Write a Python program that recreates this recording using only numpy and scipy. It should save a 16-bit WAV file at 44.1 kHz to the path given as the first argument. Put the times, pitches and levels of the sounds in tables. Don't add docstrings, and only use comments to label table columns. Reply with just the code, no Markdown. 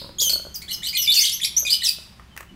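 import sys
import numpy as np
from scipy import signal
from scipy.fft import rfft, irfft
from scipy.io import wavfile
from scipy.ndimage import map_coordinates

SR = 44100
rng = np.random.default_rng(int(sys.argv[2]) if len(sys.argv) > 2 else 0)


def master_out(mix):
    frames = np.transpose(np.atleast_2d(mix))
    ceiling = np.clip(frames, -1, 1)
    pcm = np.round(ceiling * 32767).astype(np.int16)
    wavfile.write(sys.argv[1], SR, pcm)


N = 112454


def undb(db):
    return 10 ** (np.asarray(db) / 20)


def unit(x):
    return x / np.sqrt(np.mean(x ** 2) + 1e-20)


def noise(points, size):
    hz, db = np.array(points, float).T
    f = np.maximum(np.arange(size // 2 + 1) * SR / size, 1)
    gain = undb(np.interp(np.log(f), np.log(hz), db))
    return unit(irfft(rfft(rng.standard_normal(size)) * gain, size))


def wobble(hz, size):
    at = np.arange(size) * hz / SR
    return map_coordinates(rng.standard_normal(512), [at], order=2, mode="wrap")


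def add(out, start, x):
    i = max(int(start * SR), 0)
    out[i:i + len(x)] += x[:max(len(out) - i, 0)]


def fade(t, t60):
    return np.exp(-np.log(1000) * t / t60)


def outdoor_air():
    # hz, relative_db
    air_colour = [(20, -10.5), (65, 1.5), (115, -4.5), (200, -2), (290, -20), (1000, -17), (3000, -22),
                  (16000, -41)]
    level_db = -51 + wobble(4, N)
    return undb(level_db) * noise(air_colour, N)


def low_hum(t):
    level_db = -56 + 2.5 * wobble(5.43, N)
    return undb(level_db) * np.sqrt(2) * np.sin(2 * np.pi * 64 * t)


def far_drone(t):
    # hz, relative_db
    drone_colour = [(110, -3), (172, 0), (250, -11.5), (370, -4.5), (520, -33)]
    # time_s, level_db
    drone_level = [(0, -48.5), (.9, -56), (1.7, -57.5), (2.1, -62.5), (2.5, -53)]
    level_db = np.interp(t, *np.array(drone_level).T)
    return undb(level_db) * noise(drone_colour + [(2000, -76)], N)


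def earlier_call(t):
    # hz, relative_db
    call_colour = [(1180, -37), (3320, -13), (4130, -2), (5190, -5.5), (5410, -38), (8240, -23),
                   (15000, -28)]
    return undb(-36) * noise(call_colour, N) * fade(t, 0.52)


def soft_bump(t):
    # centre_s, width_s, centre_hz, level_db
    when, width, hz, db = (2.54, .025, 270, -47)
    swell = np.exp(-((t - when) / width) ** 2)
    band = [(hz / 4, -25), (hz, 0), (hz * 2, -25), (hz * 10, -60)]
    return undb(db) * swell * noise(band, N)


def background():
    t = np.arange(N) / SR
    return outdoor_air() + low_hum(t) + far_drone(t) + earlier_call(t) + soft_bump(t)


def yard(x):
    # delay_s, level_db
    echo_paths = [(0.0109, -31), (0.0268, -14.5)]
    # hz, relative_db
    ring_colour = [(200, -19.5), (1500, -2), (3000, 3.5), (4800, -4.5), (6500, -4.5), (10000, -4.5),
                   (16000, -7.5)]
    scatter_db, scatter_t60 = -4, 0.19
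    ring_db, ring_t60 = -12.5206, 0.55
    t = np.arange(32768) / SR
    scatter = rng.standard_normal(len(t)) * fade(t, scatter_t60) * np.clip(t / 0.0087, 0, 1)
    ring = noise(ring_colour, len(t)) * fade(t, ring_t60) * np.clip(t / 0.024, 0, 1)
    response = undb(scatter_db) * scatter / np.linalg.norm(scatter)
    response += undb(ring_db) * ring / np.linalg.norm(ring)
    response[0] += 1
    for delay, db in echo_paths:
        add(response, delay, undb([db]))
    return signal.fftconvolve(x, response)[:N]


def far_bird():
    # start_s, length_s, start_hz, end_hz, level_db (the crest is 6 dB higher)
    whistles = [(2.296, 0.064, 3240, 2930, -58), (2.483, 0.0276, 3110, 2820, -54.5)]
    out = np.zeros(N)
    for start, length, first, last, db in whistles:
        size = int(length * SR)
        phase = 2 * np.pi * np.cumsum(np.linspace(first, last, size)) / SR
        add(out, start, 2 * undb(db) * np.hanning(size) * np.sin(phase))
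    return out


def perch():
    # start_s, level_db before trim_db
    knocks = [(.017, -24.5), (.045, -26), (0.063, -34.5), (0.092, -27), (0.219, -26), (0.27, -32),
              (0.301, -26.5), (0.331, -28), (0.359, -23.5), (0.397, -28.5), (0.451, -28), (0.468, -30),
              (1.630, -32), (1.651, -33.5), (1.985, -35)]
    # hz before the pitch factor, relative_db, t60_s
    tube_modes = [(628, -4.5, 0.033), (1105, -9, 0.024), (1565, -11, 0.023)]
    # time_s, place along the tube 0-1, pitch_factor
    grip = [(0.108, 0.304, 0.87), (0.215, 0.358, 0.85), (0.3, 0.498, 0.93)]
    trim_db, crack_db = -0.5, -11
    crack_colour = [(100, 8.5), (400, 12), (1400, -10.5), (3000, -41)]  # hz, relative_db
    out, t = np.zeros(N), np.arange(4096) / SR
    times, places, factors = np.array(grip).T
    for start, db in knocks:
        place = np.interp(start, times, places)
        factor = np.interp(start, times, factors)
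        ring = 0
        for k, (hz, mode_db, t60) in enumerate(tube_modes, 1):
            hz = hz * factor * (1 + 0.015 * rng.standard_normal())
            weight = np.sin(k * np.pi * place) * undb(mode_db)
            ring = ring + weight * fade(t, t60) * np.sin(2 * np.pi * hz * t)
        crack = noise(crack_colour, len(t)) * fade(t, 0.033)
        add(out, start, undb(db + trim_db) * (ring + undb(crack_db) * crack))
    return out


def ticks():
    # start_s, level_db before trim_db, ring_hz, snap_db relative to the ring
    cage_ticks = [(2.197, -35, 1240, -16), (2.365, -36.5, 1290, 2), (2.3757, -26.5, 1794, 0.5),
                  (2.407, -30, 1136, -1.5), (2.429, -39, 1246, -4)]
    trim_db, ring_t60, snap_t60 = 0.5, 0.017, 0.02
    snap_colour = [(200, -8.5), (1500, 8.5), (4000, -7.0), (15000, -5.5)]  # hz, relative_db
    out, t = np.zeros(N), np.arange(4096) / SR
    for start, db, hz, snap_db in cage_ticks:
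        modes = np.sin(2 * np.pi * hz * t) + np.sin(2 * np.pi * hz * 1.5 * t) / 2
        ring = modes * fade(t, ring_t60)
        snap = noise(snap_colour, len(t)) * fade(t, snap_t60)
        add(out, start, undb(db + trim_db) * (ring + undb(snap_db) * snap))
    return out


def note(length, pitches, levels, rough):
    # hz, relative_db
    rasp_colour = [(1500, -26.5), (2100, -21), (3000, 11), (4500, 3.5), (6300, 2), (7500, 12.5), (10000, 4),
                   (13000, 4), (16000, -18.5)]
    attack, release = 0.0021, 0.0026
    jitter_hz, jitter, shimmer = 613.5, 0.066, 0.49
    trill_hz, trill_depth, flutter = 253.4, 0.07, 0.73
    overtone_fall_db = -9
    rasp_db, rasp_arch = -4.5, 0.84
    swell_db = 2.5
    size = 4096
    t = np.arange(size) / SR - attack / 2
    along = np.clip(t / length, 0, 1)

    hz = np.polyval(np.polyfit([0, .5, 1], pitches, 2), along)
    trill = np.sin(2 * np.pi * (trill_hz * t * rng.uniform(0.88, 1.175) + rng.random()))
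    hz = hz * (1 + rough * (jitter * wobble(jitter_hz, size) + trill_depth * trill))
    phase = 2 * np.pi * np.cumsum(hz) / SR

    gains = undb(np.r_[levels, levels[-1] + overtone_fall_db * np.arange(1, 4)])
    tone = 0
    for k, gain in enumerate(gains, 1):
        below_limit = k * hz < SR / 2
        tone = tone + gain * np.sqrt(2) * np.sin(k * phase) * below_limit
    tone = tone * (1 + shimmer * rough * wobble(jitter_hz, size))

    hiss = noise(rasp_colour, size) * (1 + np.cos(phase))
    hiss = hiss * rough * undb(rasp_db) * np.linalg.norm(gains)
    hiss = hiss * (1 - rasp_arch + rasp_arch * np.sin(np.pi * along))

    env = np.clip(t / attack + .5, 0, 1) * np.clip((length - t) / release + .5, 0, 1)
    env = env * undb(swell_db * (along - .5))
    env = env * (1 + flutter * rough * trill)
    return env * (tone + hiss)


def lovebirds():
    # start_s, length_s, start_hz, middle_hz, end_hz,
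    # harmonic_1_db to harmonic_4_db before voice_db, roughness (held to 0-1)
    twitter = [ (.184, 0.016, 3380, 3293, 3600, -28, -28, -46.5, -43.5, 0.14),
               (.199, .008, 3570, 4580, 5500, -21, -34, -32, -60.5, 0.1),
               (0.206, 0.0083, 6030, 5680, 4400, -20, -42, -58, -61, 0.06),
               (0.212, .024, 3485, 3320, 3265, -26, -23, -36.5, -27.5, 0.41),
               (.239, 0.046, 3266, 3110, 3043, -28, -24.5, -35, -31.5, 0.11),
               (0.293, 0.0054, 5890, 4550, 4200, -20, -31, -36, -62, 0.7),
               (0.296, .011, 4420, 4467, 4600, -19, -36, -28.5, -62, 0.42),
               (0.307, .024, 4686, 4780, 4630, -32, -41.5, -37, -62, 0.81),
               (0.331, 0.013, 4374, 4360, 4420, -17, -34, -31, -57, 0.11),
               (.542, .026, 6950, 4940, 5100, -33, -45, -34.5, -64, 0.29),
               (.614, 0.018, 1910, 2213, 2120, -43, -40, -55, -65, 0.76),
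               (0.679, 0.028, 1562, 1976, 2100, -45, -35, -62, -56, 0.44),
               (0.709, .013, 3130, 2896, 3200, -30, -44, -56, -42.5, 0.05),
               (0.706, 0.018, 4130, 4135, 4140, -30.5, -39, -43, -62, 0.46),
               (0.726, 0.016, 5170, 6380, 6010, -32.5, -34, -62, -62, 0.2),
               (0.736, 0.012, 5570, 5010, 5470, -28, -46, -45, -62, 0.29),
               (0.821, 0.016, 1700, 2120, 2280, -40.5, -50, -64, -56, 0.37),
               (.83, 0.044, 1672, 1992, 2055, -53, -30, -59, -40.5, 0.5),
               (0.867, 0.011, 3040, 3010, 3100, -27, -36, -56, -33.5, 0.19),
               (0.88, .018, 4610, 4870, 4780, -29.5, -55, -43, -62.5, 0.67),
               (0.928, 0.025, 2076, 2454, 2330, -33, -35.5, -42, -50, 0.15),
               (.949, 0.017, 2230, 2072, 2220, -33.5, -23.5, -47, -34, 0.09),
               (.967, 0.0086, 2960, 3400, 3370, -20, -42.5, -46, -36, 0.63),
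               (0.974, .034, 3086, 2965, 2930, -28, -29.5, -47.5, -25.5, .12),
               (1.014, 0.017, 3060, 2940, 2730, -45, -26.5, -46.5, -29.5, 0.33),
               (1.031, 0.022, 2960, 2917, 2760, -33.5, -39.5, -49.5, -34.5, 0.22),
               (1.024, .032, 5310, 5220, 4990, -29.5, -53.5, -58, -62.5, 0.3),
               (1.059, 0.0046, 3900, 4520, 4900, -27, -54, -46.5, -65, 0.43),
               (1.068, 0.012, 2330, 2303, 2480, -28, -38.5, -42, -58, 0.3),
               (1.075, 0.027, 3640, 3507, 3633, -14.5, -44.5, -38, -46, 0.02),
               (1.099, 0.011, 3680, 3844, 3770, -17.5, -37.5, -28, -39, 0.14),
               (1.116, 0.016, 4300, 4447, 4510, -18, -48.5, -41, -65, 0.39),
               (1.139, 0.0056, 4436, 5530, 7000, -21, -41.5, -60.5, -63.5, 0.77),
               (1.145, 0.0188, 6650, 6600, 6330, -26.5, -34.5, -62.5, -62.5, 1.05),
               (1.134, 0.054, 3120, 2848, 2537, -30, -40, -40, -37, .6),
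               (1.162, 0.037, 4870, 4366, 5314, -15.5, -33, -28, -62, 0.15),
               (1.204, 0.029, 5000, 6360, 5630, -20.5, -33, -61, -60, 0.33),
               (1.191, .052, 2245, 2140, 2138, -34.5, -44, -40.5, -35.5, 0.39),
               (1.23, 0.017, 3100, 3183, 3100, -26.5, -42, -39, -44, 0.74),
               (1.25, 0.0088, 3520, 4385, 5700, -18.5, -27, -51, -65, 0.43),
               (1.259, .011, 3056, 3300, 3600, -25, -49, -36, -47, 0.52),
               (1.27, 0.018, 4765, 3655, 2930, -23, -41, -36.5, -57.5, 0.3),
               (1.293, 0.0064, 3250, 4100, 5140, -21, -26.5, -44.5, -60, 0.71),
               (1.318, .031, 5030, 5740, 6330, -27.5, -31, -62, -61, 0.24),
               (1.398, 0.0088, 1760, 2040, 2770, -36, -48, -52, -62, 0.05),
               (1.413, 0.022, 3570, 3415, 3080, -26.5, -39, -38, -58, 0.26),
               (1.432, 0.01, 3606, 3650, 3880, -21, -32, -33, -58.5, .35),
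               (1.444, 0.0068, 2410, 2230, 2280, -30, -22, -37.5, -33, 0.52),
               (1.447, .012, 5250, 5490, 5850, -24, -28.5, -61.5, -64, 0.33),
               (1.565, 0.021, 5680, 6000, 6464, -15, -35, -62, -61, 0.18),
               (1.591, 0.016, 6150, 6400, 6470, -35.5, -27.5, -62, -62.5, 0.03),
               (1.649, 0.02, 2350, 2507, 2270, -28, -33.5, -41.5, -43, 0.15),
               (1.665, 0.022, 3680, 3620, 3380, -25, -39.5, -47, -53, .35),
               (1.696, 0.026, 4080, 4430, 4640, -21, -40, -39.5, -61.5, 0.6),
               (1.724, 0.0091, 4580, 5020, 4830, -13, -32, -50, -62, 0.1),
               (1.725, 0.023, 3040, 2940, 3040, -25.5, -36.5, -35, -36.5, 0.2),
               (1.738, 0.0066, 5000, 4260, 3520, -21.5, -34, -44, -58, 0.4),
               (1.808, 0.015, 2800, 3760, 4100, -32, -54, -51, -59.5, 0.36),
               (1.819, .007, 2190, 1870, 2000, -30, -30.5, -53.5, -41, 0),
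               (1.83, 0.034, 4154, 3780, 3625, -24.5, -34.5, -51, -41, 0.7),
               (1.846, .024, 6290, 5470, 4870, -22, -36.5, -58, -62, 0.33),
               (1.869, .004, 4220, 5000, 5600, -20, -31, -40, -60, 0.58),
               (1.874, 0.014, 2830, 2580, 2550, -32, -30.5, -37.5, -32, 0.23),
               (1.887, 0.0076, 4330, 4590, 4900, -15.5, -29, -27.5, -61.5, 0.42)]
    voice_db, low_cut_hz = 0.5, 1880
    out = np.zeros(N)
    for start, length, first, middle, last, *levels, rough in twitter:
        one = note(length, [first, middle, last], np.array(levels), np.clip(rough, 0, 1))
        add(out, start, one)
    low_cut = signal.butter(5, low_cut_hz, "high", fs=SR, output="sos")
    return signal.sosfilt(low_cut, out) * undb(voice_db)


def scene():
    knocks = perch() + ticks()
    wet = 0.62
    in_yard = yard(lovebirds() + far_bird() + wet * knocks)
    return (in_yard + (1 - wet) * knocks + background())[None]


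def record(dry):
    top_cut = signal.ellip(10, .2, 70, 15700, fs=SR, output="sos")
    return signal.sosfilt(top_cut, dry)


dry = scene()
out = record(dry)
master_out(out)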